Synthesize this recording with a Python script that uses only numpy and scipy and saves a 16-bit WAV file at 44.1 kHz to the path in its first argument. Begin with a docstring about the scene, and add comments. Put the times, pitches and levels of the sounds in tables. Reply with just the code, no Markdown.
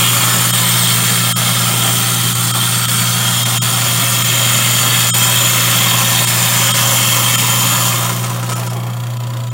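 """Coffee grinder running empty

Close to a moving microphone, beans tumble, crack and are crushed between steel burrs, ringing the
housing over the motor's mains hum and a thin whine. Near 8 s the hopper runs out: the crunch drains
away, the last beans pop one by one, the shaft speeds up a little and the bare burrs scrape once a turn."""
import sys
import numpy as np
from scipy import signal
from scipy.fft import rfft, irfft, next_fast_len
from scipy.io import wavfile
from scipy.ndimage import uniform_filter1d, map_coordinates

SR = 44100
rng = np.random.default_rng(int(sys.argv[2]) if len(sys.argv) > 2 else 0)


def put_to_file(sound):
    """Save the sound as 16-bit audio at rate SR, in the file named by the first command-line argument."""
    columns = np.atleast_2d(sound).T  # one column per channel
    safe = np.clip(columns, -1, 1)
    whole_steps = np.round(safe * 32767)
    wavfile.write(sys.argv[1], SR, whole_steps.astype(np.int16))


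N = 420272

# shaft speed, slower under load: t/s, speed/(turns per s)
SHAFT_SPEED = [(0, 29.27), (6.6, 29.3), (7.9, 29.72), (8.9, 29.74), (9.25, 29.92), (9.53, 29.92)]
# magnetic hum of the motor: f/Hz, level/dB
MAINS_HUM = [(119.95, -20), (239.9, -57), (359.85, -55.5)]
# low beat of the breaker teeth: t/s, level/dB
TEETH_LEVEL = [(0, -26.5), (.7, -20.5), (3.4, -25), (4.5, -32), (6.1, -21.5), (6.9, -30.5), (8, -24),
               (8.95, -29), (9.2, -51)]
# tone of the frame's rumble: f/Hz, relative level/dB
RUMBLE_EQ = [(20, -28), (45, -21.5), (75, -13.5), (100, -4), (150, 0), (200, 2), (250, -8), (330, -17),
             (800, -60)]
# whine partials locked to the shaft: multiple of the turn rate, relative level/dB
WHINE_PARTIALS = [(3, -51), (18, -44), (22, -48), (33, -40.5), (43, -49.5)]
# microphone path from the side of the burr head (0) to the spout (1): t/s, spout share
MIC_PATH = [(0, 0.7), (.7, 0), (2.8, 0), (4, 0.25), (4.9, 0.84), (5.3, 0.88), (9.53, 1)]
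# the crunch is fainter as the microphone backs away: t/s, level/dB
MIC_NEARNESS = [(0, 0.5), (.9, -1), (2.4, -3), (3.6, -2.5), (5.3, 0.5), (9.53, -1)]
# resonances of the steel housing: f/Hz, width/Hz, lift at the side/dB, lift at the spout/dB
HOUSING_MODES = [(374, 25, 4.5, 1.5), (549, 42, 2.5, 10.5), (666, 44, 6, 5.5), (778, 32, 9.5, 6.5),
                 (993.5, 69, 2.5, 9), (1087, 136, 6, 5), (1230, 160, 6.5, 9), (1370, 143, 9.5, 6),
                 (1776, 156, 4.5, 5.5), (2152, 133, 5, 9), (2672, 390, 2.5, 9.5), (3185, 317, 12.5, 12.5),
                 (3378, 124, 6, 7), (3708, 115, 10, 11), (4070, 72, 5.5, 1), (4537, 146, 10, 8),
                 (5280, 156, 7, 8), (5930, 150, 2.5, 5), (6225, 120, 8.5, 8), (6950, 225, 8, 15),
                 (7260, 270, 8.5, 8), (8346, 390, 12, 11), (8540, 61, 10.5, -9), (8850, 82, 2, 8.5),
                 (9440, 590, 8, 0.5), (10500, 380, 6.5, 6), (11230, 260, 4, 6.5), (12300, 180, 6, 2),
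                 (13550, 610, 5.5, 7), (15430, 380, 5, 3)]
# bright hiss of crushing, midrange cracking and low tumbling, each: f/Hz, relative level/dB
CRUSH_EQ = [(2500, -44.5), (4200, -8.5), (5200, 0), (8000, 0), (12000, -1.5), (15600, 2)]
CRACK_EQ = [(700, -31), (1300, -3), (1700, 2), (3000, -0.5), (4400, -0.5), (5400, -13.5), (9000, -53.5)]
TUMBLE_EQ = [(120, -20), (220, 0), (285, 0), (430, -2.5), (900, -1), (1350, -4), (1800, -13), (4000, -40.5)]
# a hand lifts the spout flap and lets more cracking out: t/s, hold/s, lift/dB
FLAP_LIFTS = [(4.1, .7, 0.3), (6.4, 0.22, 2)]
# instants when the crunch ducks: t/s, depth/dB
CRUNCH_DIPS = [(.522, 14), (1.345, 32), (2.341, 10), (2.528, 15), (2.871, 13), (3.446, 12), (3.601, 32),
               (4.235, 9), (5.123, 32), (6.261, 13), (6.73, 15), (7.37, 12), (8.546, 13), (8.693, 13),
               (9.187, 10), (9.504, 17)]
# the strongest rings, which carry through the dips: f/Hz, width/Hz, relative level/dB
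HELD_RINGS = [(1290, 55, -1), (3190, 80, 0), (3680, 40, -1), (5270, 35, -2), (6980, 90, 0), (8340, 100, -1)]
# the last beans, breaking singly: t/s, level/dB
STRAY_BEANS = [(8.012, -23), (8.045, -20), (8.092, -19.5), (8.239, -19.5), (8.3, -24.5), (8.345, -31),
               (8.427, -25), (8.491, -21.5), (8.517, -19.5), (8.578, -26), (8.672, -25)]
# ring of the burr head when a bean strikes it: f/Hz, t60/s
KNOCK_MODES = [(990, 0.14), (1290, 0.14), (1370, 0.055)]
# tone of one bean bursting: f/Hz, relative level/dB
BURST_EQ = [(250, -12), (700, 1), (1250, -13), (1800, -5), (5000, -5), (9000, -2), (15000, -31)]
# squeak of the bare burrs: f/Hz, upward glide/Hz, relative level/dB, lag/turns
SQUEAK_TONES = [(2850, 1300, 0, .015), (3300, 0, -3, .03), (4400, 350, -1, .075), (7000, 0, 0, -.01)]

RUN_OUT_S, DRAIN_DB_PER_S, CRUMBS_DB = 7.866, 22.5, -19.5  # the flow fades to a floor of crumbs


def amp(db):
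    return 10 ** (np.asarray(db) / 20)


def unit_rms(x):
    return x / np.sqrt(np.mean(x ** 2) + 1e-20)


def clock():
    return np.arange(N) / SR


def eq_db(points, hz):
    """An EQ curve drawn through points on a log frequency axis."""
    f, db = np.transpose(points)
    return np.interp(np.log(hz + 1), np.log(f + 1), db)


def automation(points):
    """A (time, value) table drawn out to one value a sample."""
    return np.interp(clock(), *np.transpose(points))


def swell(start, attack, hold, release):
    """An envelope from 0 to 1 and back; times in seconds."""
    return np.interp(clock(), start + np.cumsum([0, attack, hold, release]), [0, 1, 1, 0])


def wobble(rate, oversample=8):
    """Smooth random modulation, rate knots a second."""
    knots = rng.standard_normal(int(N * rate / SR) + 4)
    steps = np.arange(len(knots) * oversample) / oversample
    return np.interp(clock() * rate / SR, steps, map_coordinates(knots, [steps], mode="mirror"))


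def turn_pulse(turns, rise, fall):
    """One swell a turn; rise and fall are shares of the turn."""
    angle = turns % 1
    return unit_rms((1 - np.exp(-(angle / rise) ** 2)) * np.exp(-angle / fall))


def filtered(x, response):
    """Zero-phase filter; response gives the gain at each frequency."""
    size = next_fast_len(N + SR // 4)
    return irfft(rfft(x, size) * response(np.fft.rfftfreq(size, 1 / SR)), size)[:N]


def ringing(x, eq, modes=(), size=4096):
    """EQ plus resonant peaks, minimum phase so that the ring follows each hit."""
    hz = np.fft.rfftfreq(size, 1 / SR)
    peaks_db = sum(db / (1 + (2 * (hz - f) / width) ** 2) for f, width, db in modes)
    cepstrum = irfft(np.log(amp(eq_db(eq, hz) + peaks_db)))
    cepstrum[1:size // 2] *= 2
    cepstrum[size // 2 + 1:] = 0
    return signal.oaconvolve(x, irfft(np.exp(rfft(cepstrum))))[:N]


def shaft_turns(contact_s=9.3345):
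    """Turns of the shaft, a whole number whenever the burrs come closest."""
    turns = np.cumsum(automation(SHAFT_SPEED)) / SR
    return turns - np.interp(contact_s, clock(), turns)


def hopper_flow():
    """Share of the full flow of beans: steady, then draining to crumbs."""
    drain_db = -DRAIN_DB_PER_S * np.maximum(clock() - RUN_OUT_S, 0)
    return np.hypot(amp(drain_db), amp(CRUMBS_DB))


def emptiness(at_no_flow=0.62):
    """How hollow the chamber grows as the flow fails, 0 when full."""
    return np.clip(at_no_flow * (1 - hopper_flow()), 0, 1)


def motor(turns, beats_per_turn=6):
    """The low bed: steady mains hum, the beat of the breaker teeth and the rumble of the frame."""
    hum = np.sqrt(2) * sum(amp(db) * np.sin(2 * np.pi * hz * clock()) for hz, db in MAINS_HUM)
    phase = 2 * np.pi * beats_per_turn * turns + 0.5 * wobble(12)
    octave = amp(-13.5) * automation(MIC_PATH) * np.sin(2 * phase)  # heard near the spout
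    teeth = amp(automation(TEETH_LEVEL) + 2.8 * wobble(14)) * (np.sin(phase) + octave)
    rumble = unit_rms(filtered(rng.standard_normal(N), lambda hz: amp(eq_db(RUMBLE_EQ, hz))))
    rumble_db = -29.5 - 15 * emptiness() + 0.57 * wobble(9)
    return hum + teeth + amp(rumble_db) * rumble


def shaft_whine(turns):
    """Wavering partials ride on the shaft and come forward as the chamber empties."""
    whine = 0
    for multiple, db in WHINE_PARTIALS:
        level = amp(db + 0.83 * wobble(7))
        whine += level * np.sin(2 * np.pi * multiple * turns + 0.62 * wobble(12))
    return np.sqrt(2) * whine * amp(-3 + 6.7 * emptiness())


def reflections(x, t60=0.073, wet_db=-7.5, hop=16384):
    """The counter and nearby walls scatter each snap, differently as the microphone moves."""
    t = np.arange(hop // 2) / SR
    wet = np.zeros(N + 5 * hop)
    padded = np.pad(x, (hop, 2 * hop))
    for start in range(0, N + hop, hop):
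        tail = rng.standard_normal(len(t)) * amp(-60 * t / t60)
        piece = padded[start:start + 2 * hop] * signal.windows.cosine(2 * hop)
        echo = signal.fftconvolve(piece, tail / np.linalg.norm(tail))
        wet[start:start + len(echo)] += echo
    return x + amp(wet_db) * wet[hop:hop + N]


def snaps(eq, full_rate_hz, spread_db, drive=1):
    """Random snaps of uneven size ring the housing, sparser and less ringing as the chamber empties."""
    empty, spout = emptiness(), automation(MIC_PATH)
    chance = np.clip(full_rate_hz / SR * amp(-7 * empty), 1e-4, 1)
    sizes = rng.standard_normal(N) * amp(spread_db * rng.standard_normal(N))
    clicks = reflections((rng.random(N) < chance) * sizes * drive / np.sqrt(chance))
    side = unit_rms(ringing(clicks, eq, [(f, width, db) for f, width, db, _ in HOUSING_MODES]))
    front = unit_rms(ringing(clicks, eq, [(f, width, db) for f, width, _, db in HOUSING_MODES]))
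    direct = unit_rms(ringing(clicks, eq))  # straight down the open spout
    housing = (1 - spout) * side + spout * front
    return (1 - empty) * housing + empty * direct


def grinding_levels(flap_swing_s=0.14):
    """Faders in dB for crush, crack and tumble: all follow the flow, crush most steeply."""
    clump = swell(start=8.43, attack=0.078, hold=0.13, release=0.2)  # a late clump slips in
    loose = swell(start=7.28, attack=0.31, hold=1.26, release=0.26)  # unweighted beans bounce, fewer crack
    flow_db = 20 * np.log10(np.hypot(hopper_flow(), amp(-11) * clump))
    flap_db = sum(db * swell(s, flap_swing_s, hold, flap_swing_s) for s, hold, db in FLAP_LIFTS)
    crush_db = -14.5 + flow_db
    crack_db = -17.5 + 0.88 * flow_db - 1.8 * loose + flap_db
    tumble_db = -23.5 + 0.54 * flow_db + 2 * loose
    return automation(MIC_NEARNESS) + np.array([crush_db, crack_db, tumble_db])


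def grinding(turns):
    """Beans tumble into the teeth, crack and are crushed; the last crumbs catch mostly once a turn."""
    crush_db, crack_db, tumble_db = grinding_levels()
    empty = emptiness()
    feed = amp((0.55 + 0.63 * empty) * wobble(32) + 0.55 * wobble(130) + 0.25 * wobble(10))  # lumpy
    crumbs = 0.11 + 0.5 * turn_pulse(turns, rise=0.074, fall=0.13)
    caught = feed * (1 - empty + empty * crumbs)
    crush = snaps(CRUSH_EQ, full_rate_hz=14000, spread_db=0.5, drive=caught)
    crack = snaps(CRACK_EQ, full_rate_hz=8000, spread_db=1.5, drive=caught * amp(0.5 * wobble(60)))
    tumble = snaps(TUMBLE_EQ, full_rate_hz=4500, spread_db=1.5, drive=feed * amp(0.7 * wobble(20)))
    return amp(crush_db) * crush + amp(crack_db) * crack + amp(tumble_db) * tumble


def colour_drift(x, depth_db=0.79, size=512, blur=12):
    """Beans break at ever new spots, so the colour of the crunch keeps shifting a little."""
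    spectra = signal.stft(x, nperseg=size)[2]
    drift = rng.standard_normal(spectra.shape)
    drift = uniform_filter1d(uniform_filter1d(drift, blur, axis=0), blur, axis=1)
    return signal.istft(spectra * amp(depth_db * unit_rms(drift)), nperseg=size)[1][:N]


def dips(x, held_db=4):
    """The crunch ducks for an instant while its strongest rings hold on and stand out."""
    dip_db = np.zeros(N)
    for s, db in CRUNCH_DIPS:
        length_s = 0.016 + 0.00092 * db  # deeper dips last longer
        inside = np.abs(clock() - s) < length_s / 2
        dip_db[inside] += db * signal.windows.tukey(inside.sum(), 0.85)
    held = filtered(x, lambda hz: sum(amp(db) * np.exp(-((hz - f) / w) ** 2) for f, w, db in HELD_RINGS))
    duck = amp(-dip_db)
    return duck * x + (1 - duck) * amp(held_db) * held


def stray_beans(burst_db=1.5, burst_t60=0.15):
    """Each stray bean knocks the burr head and bursts in a short run of snaps."""
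    bursts, knocks = np.zeros(N), np.zeros(N)
    age = np.arange(SR // 4) / SR
    attack = 1 - np.exp(-age / 0.0016)
    for s, db in STRAY_BEANS:
        span = slice(round(s * SR), round(s * SR) + len(age))
        bursts[span] += amp(db + burst_db - 60 * age / burst_t60) * attack
        for hz, t60 in KNOCK_MODES:
            level_db = db + rng.normal(0, 2.4) - 60 * age / t60
            knocks[span] += amp(level_db) * attack * np.sin(2 * np.pi * hz * age)
    return knocks + bursts * snaps(BURST_EQ, full_rate_hz=3100, spread_db=2)


def bare_burrs(turns, level_db=-39.8):
    """With no beans between them the burrs brush once a turn, with a tiny rising squeak."""
    squeak = 0
    for hz, glide_hz, db, lag in SQUEAK_TONES:
        angle = (turns - lag) % 1
        pitch = hz + glide_hz * (1 - np.exp(-angle / 0.15))  # tighter contact, higher note
        tone = np.sin(2 * np.pi * np.cumsum(pitch) / SR + 1.7 * wobble(260))
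        squeak += amp(db + 1.3 * wobble(25)) * tone * turn_pulse(angle, rise=0.075, fall=0.085)
    bare = (amp(CRUMBS_DB) / hopper_flow()) ** 2  # 1 once only crumbs are left
    return amp(level_db) * bare * unit_rms(squeak)


def scene():
    """Crunch, squeak and whine dip together over the unbroken motor bed, panned centre."""
    turns = shaft_turns()
    crunch = colour_drift(grinding(turns)) + stray_beans()
    grinder = dips(crunch + bare_burrs(turns) + shaft_whine(turns)) + motor(turns)
    return np.array([grinder, grinder])


def record(dry, knee=6, top_hz=15810):
    """A soft clip rounds the highest peaks, then a brick-wall low-pass trims the top."""
    rounded = dry / (1 + np.abs(dry) ** knee) ** (1 / knee)
    return np.array([filtered(channel, lambda hz: hz < top_hz) for channel in rounded])


dry = scene()
out = record(dry)
put_to_file(out)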